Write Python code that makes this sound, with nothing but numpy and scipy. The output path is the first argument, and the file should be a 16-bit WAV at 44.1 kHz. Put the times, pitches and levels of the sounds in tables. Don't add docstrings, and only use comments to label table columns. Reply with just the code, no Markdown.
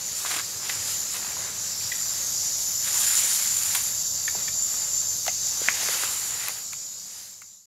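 import sys
import numpy as np
from scipy import signal
from scipy.fft import rfft, irfft, next_fast_len
from scipy.io import wavfile
from scipy.ndimage import uniform_filter1d, map_coordinates

SR = 44100
rng = np.random.default_rng(int(sys.argv[2]) if len(sys.argv) > 2 else 0)


def elevation(decibels):
    levels = np.asarray(decibels, float)
    return 10 ** (levels / 20)


def waveform_to_disk(signal):
    frames = np.transpose(np.atleast_2d(signal))
    scaled = np.clip(frames, -1, 1) * 32767
    samples = np.round(scaled).astype(np.int16)
    wavfile.write(sys.argv[1], SR, samples)


N = 340011


def unit(x):
    return x / np.sqrt(np.mean(x ** 2) + 1e-20)


def along(points, hz):
    f, v = np.transpose(points)
    return np.interp(np.log(hz + 1), np.log(f + 1), v, left=v[0] - 60, right=v[-1] - 60)


def curves(rows):
    s, *cols = np.transpose(rows)
    return [np.interp(np.arange(N) / SR, s, c) for c in cols]


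def wobble(rate):
    step = np.arange(0, N + 16, 16)
    knots = rng.standard_normal(int(N * rate / SR) + 4)
    return np.interp(np.arange(N), step, map_coordinates(knots, [step * rate / SR]))


def patchy(depth_db):
    z = signal.stft(rng.standard_normal(N), nperseg=512)[2]
    field = uniform_filter1d(rng.standard_normal(z.shape), size=6, axis=0)
    field = uniform_filter1d(field, size=12, axis=1)
    return signal.istft(z * elevation(depth_db * unit(field)), nperseg=512)[1][:N]


def coloured(x, spectrum):
    m = next_fast_len(N + 8192)
    response = elevation(along(spectrum, np.fft.rfftfreq(m, 1 / SR)))
    return unit(irfft(rfft(x, m) * response, m)[:N])


def narrow(hz, width_hz):
    hz = np.full(N, hz) if np.isscalar(hz) else hz
    keep = np.exp(-1.55 * np.pi * width_hz / SR)
    whole_seconds = -(-len(hz) // SR) * SR
    noise = rng.standard_normal((2, whole_seconds))[:, :len(hz)]
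    slow = signal.lfilter([1], [1, -2 * keep, keep ** 2], noise)
    turn = 2 * np.pi * np.cumsum(hz) / SR
    return unit(slow[0] * np.cos(turn) + slow[1] * np.sin(turn)) * np.sqrt(2)


def shelter(x):
    # hz, t60_s
    decay = [(300, 0.08), (2000, 0.21), (10000, 0.24)]
    hz, t, z = signal.stft(rng.standard_normal(SR // 4), SR, nperseg=256)
    f, t60 = np.transpose(decay)
    fall = elevation(-60 * t / np.interp(hz, f, t60)[:, None])
    tail = signal.istft(z * fall, SR, nperseg=256)[1]
    return signal.fftconvolve(np.pad(x, (220, 0)), tail / np.linalg.norm(tail))[:N]


def drifting_walls(x):
    hop = round(0.7 * SR)
    out, x = np.zeros(N + 6 * hop), np.pad(x, (hop, 2 * hop))
    window = np.sin(np.pi * np.arange(2 * hop) / (2 * hop))
    for a in range(0, N + hop, hop):
        tail = shelter(window * x[a:a + 2 * hop])
        out[a:a + len(tail)] += tail
    return out[hop:hop + N]


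def flame():
    # time_s, rumble_db, throat_tone_db, low_tone_db
    burn = [
        (0, -55, -65.5, -64),
        (.9, -54, -61.5, -70),
        (1.2, -54, -69, -63.5),
        (1.8, -54, -71, -64),
        (3, -55, -73, -63.5),
        (4.2, -53, -73, -66.5),
        (5.7, -54.5, -73, -67),
        (6.5, -55, -71, -65.5),
        (7.3, -57, -68, -61),
        (7.71, -56, -70, -59.5),
    ]
    # hz, db_per_hz
    rumble_spectrum = [(21, -43.5), (36, -10), (49, -5.5), (75, -2.5), (97, 2), (166, -0.5), (199, -9),
                       (222, -6.5), (320, -12.5), (420, -47.5), (700, -120)]
    # hz, db_per_hz
    roar_spectrum = [(180, -43), (260, -3.5), (400, -2), (550, 4.5), (800, 0), (1300, 0.5), (2500, -28.5),
                     (4000, -19)]
    # hz, width_hz, over_rumble_db
    hum = [(109.8, 10, -10), (89.8, 9.7, -10.5)]
    rumble_db, throat_db, low_db = curves(burn)
    rumble = coloured(patchy(depth_db=0.7), rumble_spectrum)
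    rumble = rumble + sum(elevation(db) * narrow(hz, width) for hz, width, db in hum)
    roar = coloured(patchy(depth_db=1), roar_spectrum)
    throat = elevation(throat_db) * narrow(399, width_hz=120)
    low = elevation(low_db) * narrow(195.5, width_hz=17)
    roar_db = -54 + 0.99 * wobble(3.04)
    return elevation(rumble_db + .6 * wobble(6.4)) * rumble + throat + low + elevation(roar_db) * roar


def cloth():
    # middle_s, length_s, rub_db, swish_over_rub_db
    strokes = [(0.086, 0.038, -57, 3.5), (0.226, 0.102, -45.5, 5), (0.268, 0.033, -35, -11),
               (0.317, 0.034, -33, -6), (.342, 0.018, -33.5, -6), (.367, .018, -34, -5),
               (0.393, .022, -35, -5), (.66, 0.059, -41.5, -6.5), (.72, 0.063, -42, 1.5),
               (0.798, 0.14, -43, -6), (.8, 2.3, -47, -7), (0.905, 0.1, -40.5, 2.5), (1.164, 0.059, -39, 0),
               (1.26, 0.15, -41, -10), (1.43, 0.15, -41.5, -13), (1.96, 0.24, -48.5, 1),
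               (2.186, 0.16, -44, -6), (2.45, 0.42, -51.5, 5), (2.885, 0.07, -38.5, 2), (2.951, .1, -38, 2),
               (3.037, 0.12, -37.5, 6), (3.15, 0.18, -37.5, 6), (3.284, 0.25, -37.5, 6),
               (3.43, 0.16, -42, 4), (3.626, 0.27, -41, 4.5), (3.77, 0.21, -40.5, 3), (3.87, .12, -49, 0),
               (4.39, .1, -46, -17), (4.8, 0.16, -44, -5), (5.632, 0.2, -41, -4.5),
               (5.784, 0.17, -38.5, -4), (5.947, 0.25, -32.5, -3.5), (6.116, 0.25, -41.5, 1.5),
               (6.302, 0.27, -40, -1), (6.469, 0.17, -36, -3.5), (7.206, 0.18, -41.5, 0.5)]
    # hz, db_per_hz
    rub_spectrum = [(300, -35.5), (550, -21.5), (800, -5), (1050, -4.5), (2000, -0.5), (3000, -2.5),
                    (4500, -3), (7000, -18)]
    # hz, db_per_hz
    swish_spectrum = [(2500, -18.5), (4000, -8), (6000, -4), (8500, -3), (11000, -3), (13500, -9.5),
                      (15700, -16.5), (16500, -39)]
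    # hz, db_per_hz
    thrum_spectrum = [(200, -23), (300, -5.5), (450, -1.5), (900, -2.5), (2000, -3), (2500, -16),
                      (3500, -39)]
    square = 1.68
    rest_rub_db, rest_swish_db = -50, -49
    t = np.arange(0, N + 64, 64) / SR
    middle, length, rub_db, swish_db = np.transpose(strokes)[:, :, None]
    power = elevation(2 * rub_db - 8.7 * np.minimum(abs(2 * (t - middle) / length), 9) ** square)

    def gain(over_rub_db, rest_db):
        total = (power * elevation(2 * over_rub_db)).sum(axis=0) + elevation(2 * rest_db)
        return np.interp(np.arange(N) / SR, t, np.sqrt(total))

    def grains(rough_db):
        return patchy(depth_db=1.5) * elevation(rough_db * wobble(500) + wobble(25))

    rub = coloured(grains(rough_db=1.5), rub_spectrum)
    swish = coloured(grains(rough_db=1.0), swish_spectrum)
    thrum = coloured(rng.standard_normal(N) * elevation(2.5 * wobble(120)), thrum_spectrum)
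    moving = gain(-12.5 - 0.53 * swish_db, -90) * thrum
    moving = moving + gain(0.1 * swish_db, rest_rub_db) * rub
    return moving + elevation(5.0) * gain(swish_db, rest_swish_db) * swish


def blows():
    # start_s, peak_db, pitch_hz, after_ring_db
    thuds = [
        (4.35, -28, 640, -11),
        (4.353, -35, 373, -12),
        (5.6155, -24, 479, -24),
        (5.68, -32, 230, -20),
        (5.268, -26, 720, -20),
        (5.83, -26, 710, -15),
        (5.889, -24.5, 523, -22),
        (6.035, -29, 690, -26),
    ]
    clicks = [(0.361, -23, 1300, -12), (0.366, -22, 2050, -4), (0.403, -22, 1800, -18),
              (3.7584, -23, 1100, -10), (4.7411, -27, 1270, -17), (0.249, -18.5, 1140, -15),
              (5.2655, -18, 1400, -19.5), (5.2658, -19, 3000, -20), (5.2658, -20, 4600, -19.5),
              (5.2792, -21, 2000, -8), (5.279, -13, 5000, -22), (5.886, -12.5, 1620, -19),
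              (6.0353, -12, 1300, -22), (6.479, -19.5, 1348, -30), (6.4925, -24, 795, -22)]
    pops = [(0.2593, -22, 1590, -20), (0.2615, -20, 2200, -20), (0.3132, -24, 2060, -12),
            (0.317, -24, 2100, -19), (0.393, -24, 1930, -12), (0.3394, -25, 1610, -6),
            (0.382, -22, 1300, -9), (0.6963, -20, 2060, -20), (1.3673, -26.5, 1050, -10),
            (3.753, -13, 3420, -13), (5.0469, -37.5, 1576, -10), (6.4842, -13, 2044, -18)]
    ticks = [
        (0.6961, -31.5, 2010, 7),
        (1.8081, -33.5, 2450, -3.5),
        (2.2184, -35, 1900, -9),
        (4.277, -28, 2000, -2),
        (4.2795, -25, 1800, -4),
        (4.478, -32, 2050, 0),
        (6.7316, -23, 2430, -10),
        (7.4175, -17.5, 2170, -10),
    ]
    tocks = [
        (4.2807, -36, 1414, 2),
        (4.349, -32, 810, -15),
        (4.349, -35, 1510, -12),
        (4.481, -36, 1300, -3),
        (6.7322, -25, 1313, -21),
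        (7.4192, -19, 1390, -33),
    ]
    knocks = [(0.357, -38.5, 297, -21), (0.361, -30, 877, -14), (1.245, -33, 853, -12),
              (1.389, -40, 611, -4), (3.239, -40, 500, 0), (4.365, -40, 175.7, -10),
              (5.2785, -17.5, 720, -14), (5.291, -33, 642, -14), (5.68, -43, 89.4, -9.5),
              (5.681, -27, 690, -6), (5.8, -40, 697, 2)]
    pings = [(1.9155, -21, 1960, -8), (1.917, -27, 3950, -9), (1.918, -30, 3350, -3), (1.92, -33, 2400, -1),
             (1.917, -33, 1680, -12), (1.932, -31, 1950, -12), (1.981, -37, 1930, -6),
             (1.988, -37, 1930, -9), (5.278, -28, 2100, -5), (5.281, -31, 2750, -5), (5.291, -34, 2550, -5),
             (5.288, -35, 2150, -5), (4.2755, -27, 1800, -5), (4.279, -31, 2250, -1),
             (4.278, -32, 3450, -4), (4.477, -32, 1800, -3), (4.48, -33, 2350, -1), (4.483, -34, 3400, -4)]
    smacks = [
        (5.6765, -20, 3300, -14),
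        (5.6852, 1.5, 2020, -33),
        (5.6858, -15, 5600, -20),
        (5.6858, -19, 4300, -20),
        (5.6872, -21, 1150, -14),
        (5.6895, -19, 2480, -10),
        (5.6915, -20, 2550, -15),
    ]
    # blow_cycles, crack_db, ring_t60_s, noise_in_ring, fall_s
    click = (2.2, -7, 0.06, 1, .0005)
    thud = (2.5, -31, 0.2, 0.2, .0009)
    ping = (23, -18, .07, .35, 0)
    smack = (3.8, -12, .14, 1, .0004)
    pop, tick = (3.5, -7.5, 0.1, 0.75, .0009), (8, -13, 0.06, 1.1, .0004)
    tock, knock = (5, -27, .045, 2, .0006), (6, -33.5, 0.09, 0.4, .0002)
    kinds = [(thuds, thud), (clicks, click), (pops, pop), (ticks, tick),
             (tocks, tock), (knocks, knock), (pings, ping), (smacks, smack)]
    out, t = np.zeros(N + SR), np.arange(SR // 12) / SR
    bright = signal.butter(2, [2600, 7000], "band", fs=SR, output="sos")
    modes = [(1, 0.8), (1.25, .35), (1.85, 0.3)]
    events = [(row, kind) for rows, kind in kinds for row in rows]
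    for (s, db, hz, ring_db), (cycles, crack_db, t60, noisy, fall_s) in events:
        length = cycles / hz
        push = np.sin(np.pi * np.clip(t / length, 0, 1)) ** 2
        fall = 1 + fall_s / length * (1 - t / length)
        blow = push * np.sin(2 * np.pi * hz * t * fall)
        crack = elevation(crack_db - 60 * t / 0.021) * signal.sosfilt(bright, rng.standard_normal(len(t)))
        body = signal.butter(2, [0.84 * hz, 1.27 * hz], "band", fs=SR, output="sos")
        rattle = noisy * unit(signal.sosfilt(body, rng.standard_normal(len(t))))
        rattle = rattle + sum(level * np.sin(2 * np.pi * hz * ratio * t) for ratio, level in modes)
        rattle = rattle * elevation(ring_db - 3.0 - 60 * t / t60)
        onset = 1 - np.exp(-t / 0.001)
        out[round((s + .0003) * SR):][:len(t)] += elevation(db - 3.5) * (blow + (crack + rattle) * onset)
    return out[:N]


def cracks():
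    # start_s, peak_db
    events = [(0.2626, -23), (0.3135, -19), (.317, -23), (0.694, -19), (0.6985, -20), (1.918, -29),
              (.3405, -23), (.347, -24), (.3695, -23), (.3885, -24), (.396, -24), (3.7492, -17.5),
              (4.278, -30), (4.479, -30.5), (5.2649, -27), (5.279, -19.5), (5.885, -27.5), (6.035, -24),
              (6.4835, -23), (6.725, -30), (6.732, -27), (7.418, -26.5)]
    out, t = np.zeros(N + SR), np.arange(SR // 12) / SR
    broad = signal.butter(2, [900, 6500], "band", fs=SR, output="sos")
    for s, db in events:
        noise = signal.sosfilt(broad, rng.standard_normal(len(t)))
        out[round(s * SR):][:len(t)] += elevation(db + 2.0 - 60 * t / 0.025) * noise
    return out[:N]


def snaps():
    # start_s, peak_db, centre_hz
    events = [
        (0.0712, -21, 11200),
        (0.3117, -16, 10200),
        (1.1686, -21, 9630),
        (3.7515, -2, 9330),
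        (3.7564, -12, 9170),
        (5.2653, -16, 4500),
        (5.2788, -15, 5000),
        (6.4845, -4, 12840),
        (6.7314, -13, 11600),
        (7.4177, -13.5, 8930),
    ]
    out, t = np.zeros(N + SR), np.arange(SR // 12) / SR
    sharp = signal.butter(4, 8000, "high", fs=SR, output="sos")
    for s, db, hz in events:
        fading = elevation(db - 60 * t / 0.0046) * (1 - np.exp(-t / 0.00028))
        noise = signal.sosfilt(sharp, rng.standard_normal(len(t)))
        out[round(s * SR):][:len(t)] += fading * (0.97 * noise + 0.52 * np.sin(2 * np.pi * hz * t))
    return out[:N]


def glints():
    # start_s, end_s, first_hz, last_hz, over_tube_db
    paths = [(0, 0.214, 6400, 6350, -20), (0.197, 1.298, 4890, 5200, -10), (.6, .86, 6500, 7600, -10),
             (1.1, 1.501, 6300, 7200, -10), (1.452, 1.723, 7000, 7050, 0), (1.62, 1.93, 5250, 5750, -7),
             (1.89, 2.1, 5750, 5750, -7.5), (1.78, 1.9, 4900, 5000, -13), (1.98, 2.15, 4850, 4950, -11.5),
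             (1.75, 1.85, 7300, 7300, -6), (1.74, 1.953, 7600, 6950, -5.5), (1.9, 2.153, 7050, 7300, -0.5),
             (2.13, 2.327, 6800, 6200, -8), (2.128, 2.33, 6350, 6450, -4), (2.28, 2.64, 5700, 5900, -4.5),
             (2.25, 2.6, 4850, 5400, -12), (2.25, 2.5, 6800, 6950, -4.5), (2.5, 3, 5200, 5300, -12),
             (2.456, 2.947, 7700, 6880, -10), (2.618, 2.899, 6100, 5900, -6), (4.5, 4.923, 6520, 6900, -14),
             (3.7, 5.35, 6300, 6800, -5.5), (3.5, 5.6, 4670, 4747, -13.5), (3.898, 5.65, 5393, 5800, -17),
             (4.9, 5.6, 6400, 6200, -3.5), (5.15, 5.45, 6520, 6450, -4.5), (5.56, 5.77, 5800, 6800, -3),
             (5.58, 5.696, 7150, 7220, -1), (5.549, 5.7, 5950, 5800, -6.5), (5.77, 5.92, 6090, 6260, -2),
             (6.5, 7.712, 5700, 5720, -14), (6.103, 6.4, 6900, 6900, -2), (6.45, 7.249, 6960, 6800, -0.5),
             (6.495, 7.105, 7350, 7250, -4), (6.6, 7.0, 6450, 6550, -14), (7.08, 7.711, 7280, 7300, -1),
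             (7.28, 7.71, 6900, 7000, -0.5), (7.005, 7.71, 6300, 6400, -6)]
    out, flicker = np.zeros(N), wobble(6)
    for start, end, first_hz, last_hz, db in paths:
        a, b = round(max(start, 0) * SR), min(round(end * SR), N)
        swell = np.sin(np.linspace(0, np.pi, b - a)).clip(0) ** 0.42
        level = elevation(db - 5.5 + 1.4 * np.roll(flicker, rng.integers(N))[a:b])
        out[a:b] += level * swell * narrow(np.linspace(first_hz, last_hz, b - a), width_hz=125)
    return out


def jet():
    # time_s, hiss_db, whistle_over_hiss_db, whistle_hz
    heater = [(0.0, -37, 1, 7012), (0.41, -34.5, -4, 7190), (0.6, -36.5, -5, 7167), (0.97, -34.5, 1, 7110),
              (1.29, -36.5, -2, 7150), (1.63, -35.5, -6, 7220), (2.1, -33.5, -2, 7190),
              (2.38, -31, -9, 6950), (2.94, -31.5, 3.5, 7100), (3.61, -31, 5, 7114), (3.95, -32, 1, 7195),
              (4.6, -33.5, 3, 7166), (4.94, -34, 6.5, 7190), (5.33, -32.5, -6, 7150),
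              (5.8, -31.5, -8.5, 7110), (6.18, -33.5, 3.5, 7245), (6.55, -34, -2.5, 7090),
              (7.71, -34, -7, 7070)]
    # time_s, share_turned_to_ice (0-1)
    heading = [
        (0, 0.3),
        (1.9, 0.15),
        (2.3, 0.75),
        (5.4, 0.66),
        (5.8, 0.5),
        (7.71, 0.03),
    ]
    # hz, db_per_hz
    tube_spectrum = [(1760, -73), (3000, -24), (4250, -20), (4640, -6.5), (5060, -14.5), (5400, -8),
                     (5870, -6.5), (7050, 0), (7390, -3), (7770, -13.5), (9000, -44), (11700, -62),
                     (19800, -120)]
    # hz, db_per_hz
    facing_spectrum = [(1760, -40.5), (3000, -19.5), (4250, -8), (4600, -4.5), (4950, -1.5), (6060, 0),
                       (7150, 4), (8210, -7.5), (9000, -28), (11700, -55.5), (19800, -120)]
    # hz, db_per_hz
    air_spectrum = [(7500, -38), (9000, -17.5), (10500, 6), (12000, 9), (13300, 8), (14200, -3.5),
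                    (15700, -6), (16500, -46)]
    # hz, width_hz, over_tube_db
    grille = [(3773, 45, -23.5), (4055, 50, -23.5), (4560, 60, -21)]
    tube_db, whistle_db, whistle_hz = curves(heater)
    turn = np.clip(curves(heading)[0], 0, 1)
    flutter = 0.45 * wobble(6.6) + 0.36 * wobble(20)
    whistle_level = elevation(whistle_db - 3.0 + 0.83 * wobble(7.2) + 0.83 * wobble(40))
    whistle = narrow(whistle_hz, width_hz=167) * whistle_level
    hiss = coloured(patchy(depth_db=0.0), tube_spectrum)
    late = np.arange(N) - SR * (.00145 + .00002 * wobble(0.58))
    combed = unit(hiss + 0.33 * map_coordinates(hiss, [late]))
    direct = coloured(patchy(depth_db=2.5), facing_spectrum)
    tube = np.sqrt(turn) * combed + np.sqrt(1 - turn) * direct
    guard = sum(elevation(db) * narrow(hz, width) for hz, width, db in grille)
    tube = tube + (1 - 0.51 * turn) * guard + glints()
    air_db = -7 + 0.23 * whistle_db + 0.97 * wobble(5.5) + 0.6 * wobble(15)
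    air = elevation(air_db) * coloured(patchy(depth_db=1.0), air_spectrum)
    return elevation(tube_db + flutter) * (whistle + elevation(2.5) * tube + air)


def scene():
    contacts, gas = blows() + cracks() + snaps(), jet()
    walled = elevation(-0.98) * (gas + elevation(-7) * drifting_walls(gas))
    fade_from_s, fade_to_s = 5.83, 7.715
    fade = np.clip((fade_to_s - np.arange(N) / SR) / (fade_to_s - fade_from_s), 0, 1)
    mix = walled + flame() + cloth() + contacts + elevation(-13.5) * shelter(contacts)
    return np.tile(fade * mix, (2, 1))


def starved(x):
    # middle_s, length_s, low_hz, high_hz
    gaps = [(.682, .005, 6400, 7900), (1.968, .005, 5500, 6500), (1.977, .004, 6500, 7800),
            (1.745, .004, 6400, 7600), (1.912, .004, 6400, 7600), (1.94, .004, 6800, 7700),
            (2.141, .005, 6400, 7900), (2.922, .005, 6400, 7900), (3.028, .005, 8500, 11500),
            (3.149, .006, 5500, 8000), (3.442, .004, 6400, 7900), (3.456, .004, 6400, 7900),
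            (3.47, .004, 6400, 7900), (3.829, .005, 6400, 7900), (4.031, .006, 6000, 7900),
            (4.12, .004, 6600, 7700), (4.225, .005, 6600, 7700), (5.259, .005, 6400, 7900),
            (5.691, .006, 8000, 15700), (6.4795, .005, 11500, 15700), (6.4905, .006, 8000, 10500),
            (6.4905, .006, 12000, 15700), (6.531, .003, 6000, 8500), (6.728, .006, 10000, 15700),
            (7.4145, .004, 8500, 13000), (7.4245, .006, 8000, 10500)]
    hz, t, z = signal.stft(x, SR, nperseg=256, noverlap=192)
    cells = rng.random((17, len(t) // 4 + 1)) < .022
    lost = np.kron(cells, np.ones((8, 4)))[:len(hz), :len(t)]
    lost = lost * (np.arange(len(t)) % 4 > 0) * (hz > 7900)[:, None]
    for s, length, low_hz, high_hz in gaps:
        lost[np.ix_((hz > low_hz) & (hz < high_hz), abs(t - s) < length / 2)] = 1
    gap_db = -18
    return signal.istft(z * elevation(gap_db * lost), SR, nperseg=256, noverlap=192)[1][:N]


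def split_noise(x):
    # low_hz, high_hz, share_of_frames, noise_db
    bands = [(2300, 2900, .05, -12), (2900, 3700, .05, -12), (5200, 6200, .14, -7), (6900, 8300, .015, -1),
             (8300, 9700, .02, 0), (9700, 11200, .02, 0), (11200, 13000, .02, -2), (13000, 15700, .01, -3)]
    hz, t, z = signal.stft(x, SR, nperseg=2048)
    apart = np.zeros(z.shape)
    for low_hz, high_hz, share, db in bands:
        inside = ((hz > low_hz) & (hz < high_hz))[:, None]
        apart += elevation(db) * inside * (rng.random(len(t)) < share)
    phase = np.exp(2j * np.pi * rng.random(z.shape))
    return signal.istft(apart * abs(z) * phase, SR, nperseg=2048)[1][:N]


def top_cut(x):
    return signal.sosfilt(signal.butter(12, 16030, fs=SR, output="sos"), x)


def record(dry):
    mono = starved(dry[0])
    noise = split_noise(mono)
    t, cut_s, top_hz = np.arange(N) / SR, 7.659, 15800
    closing = np.clip((cut_s - t) / 0.003, 0.002 * (t < cut_s + .008), 1)
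    both = np.array([mono + noise, mono - noise]) * closing
    m = next_fast_len(N)
    low_pass = np.clip((top_hz - np.fft.rfftfreq(m, 1 / SR)) / 150, 0, 1)
    both = irfft(rfft(both, m) * low_pass, m)[:, :N]
    return top_cut(both)


dry = scene()
out = record(dry)
waveform_to_disk(out)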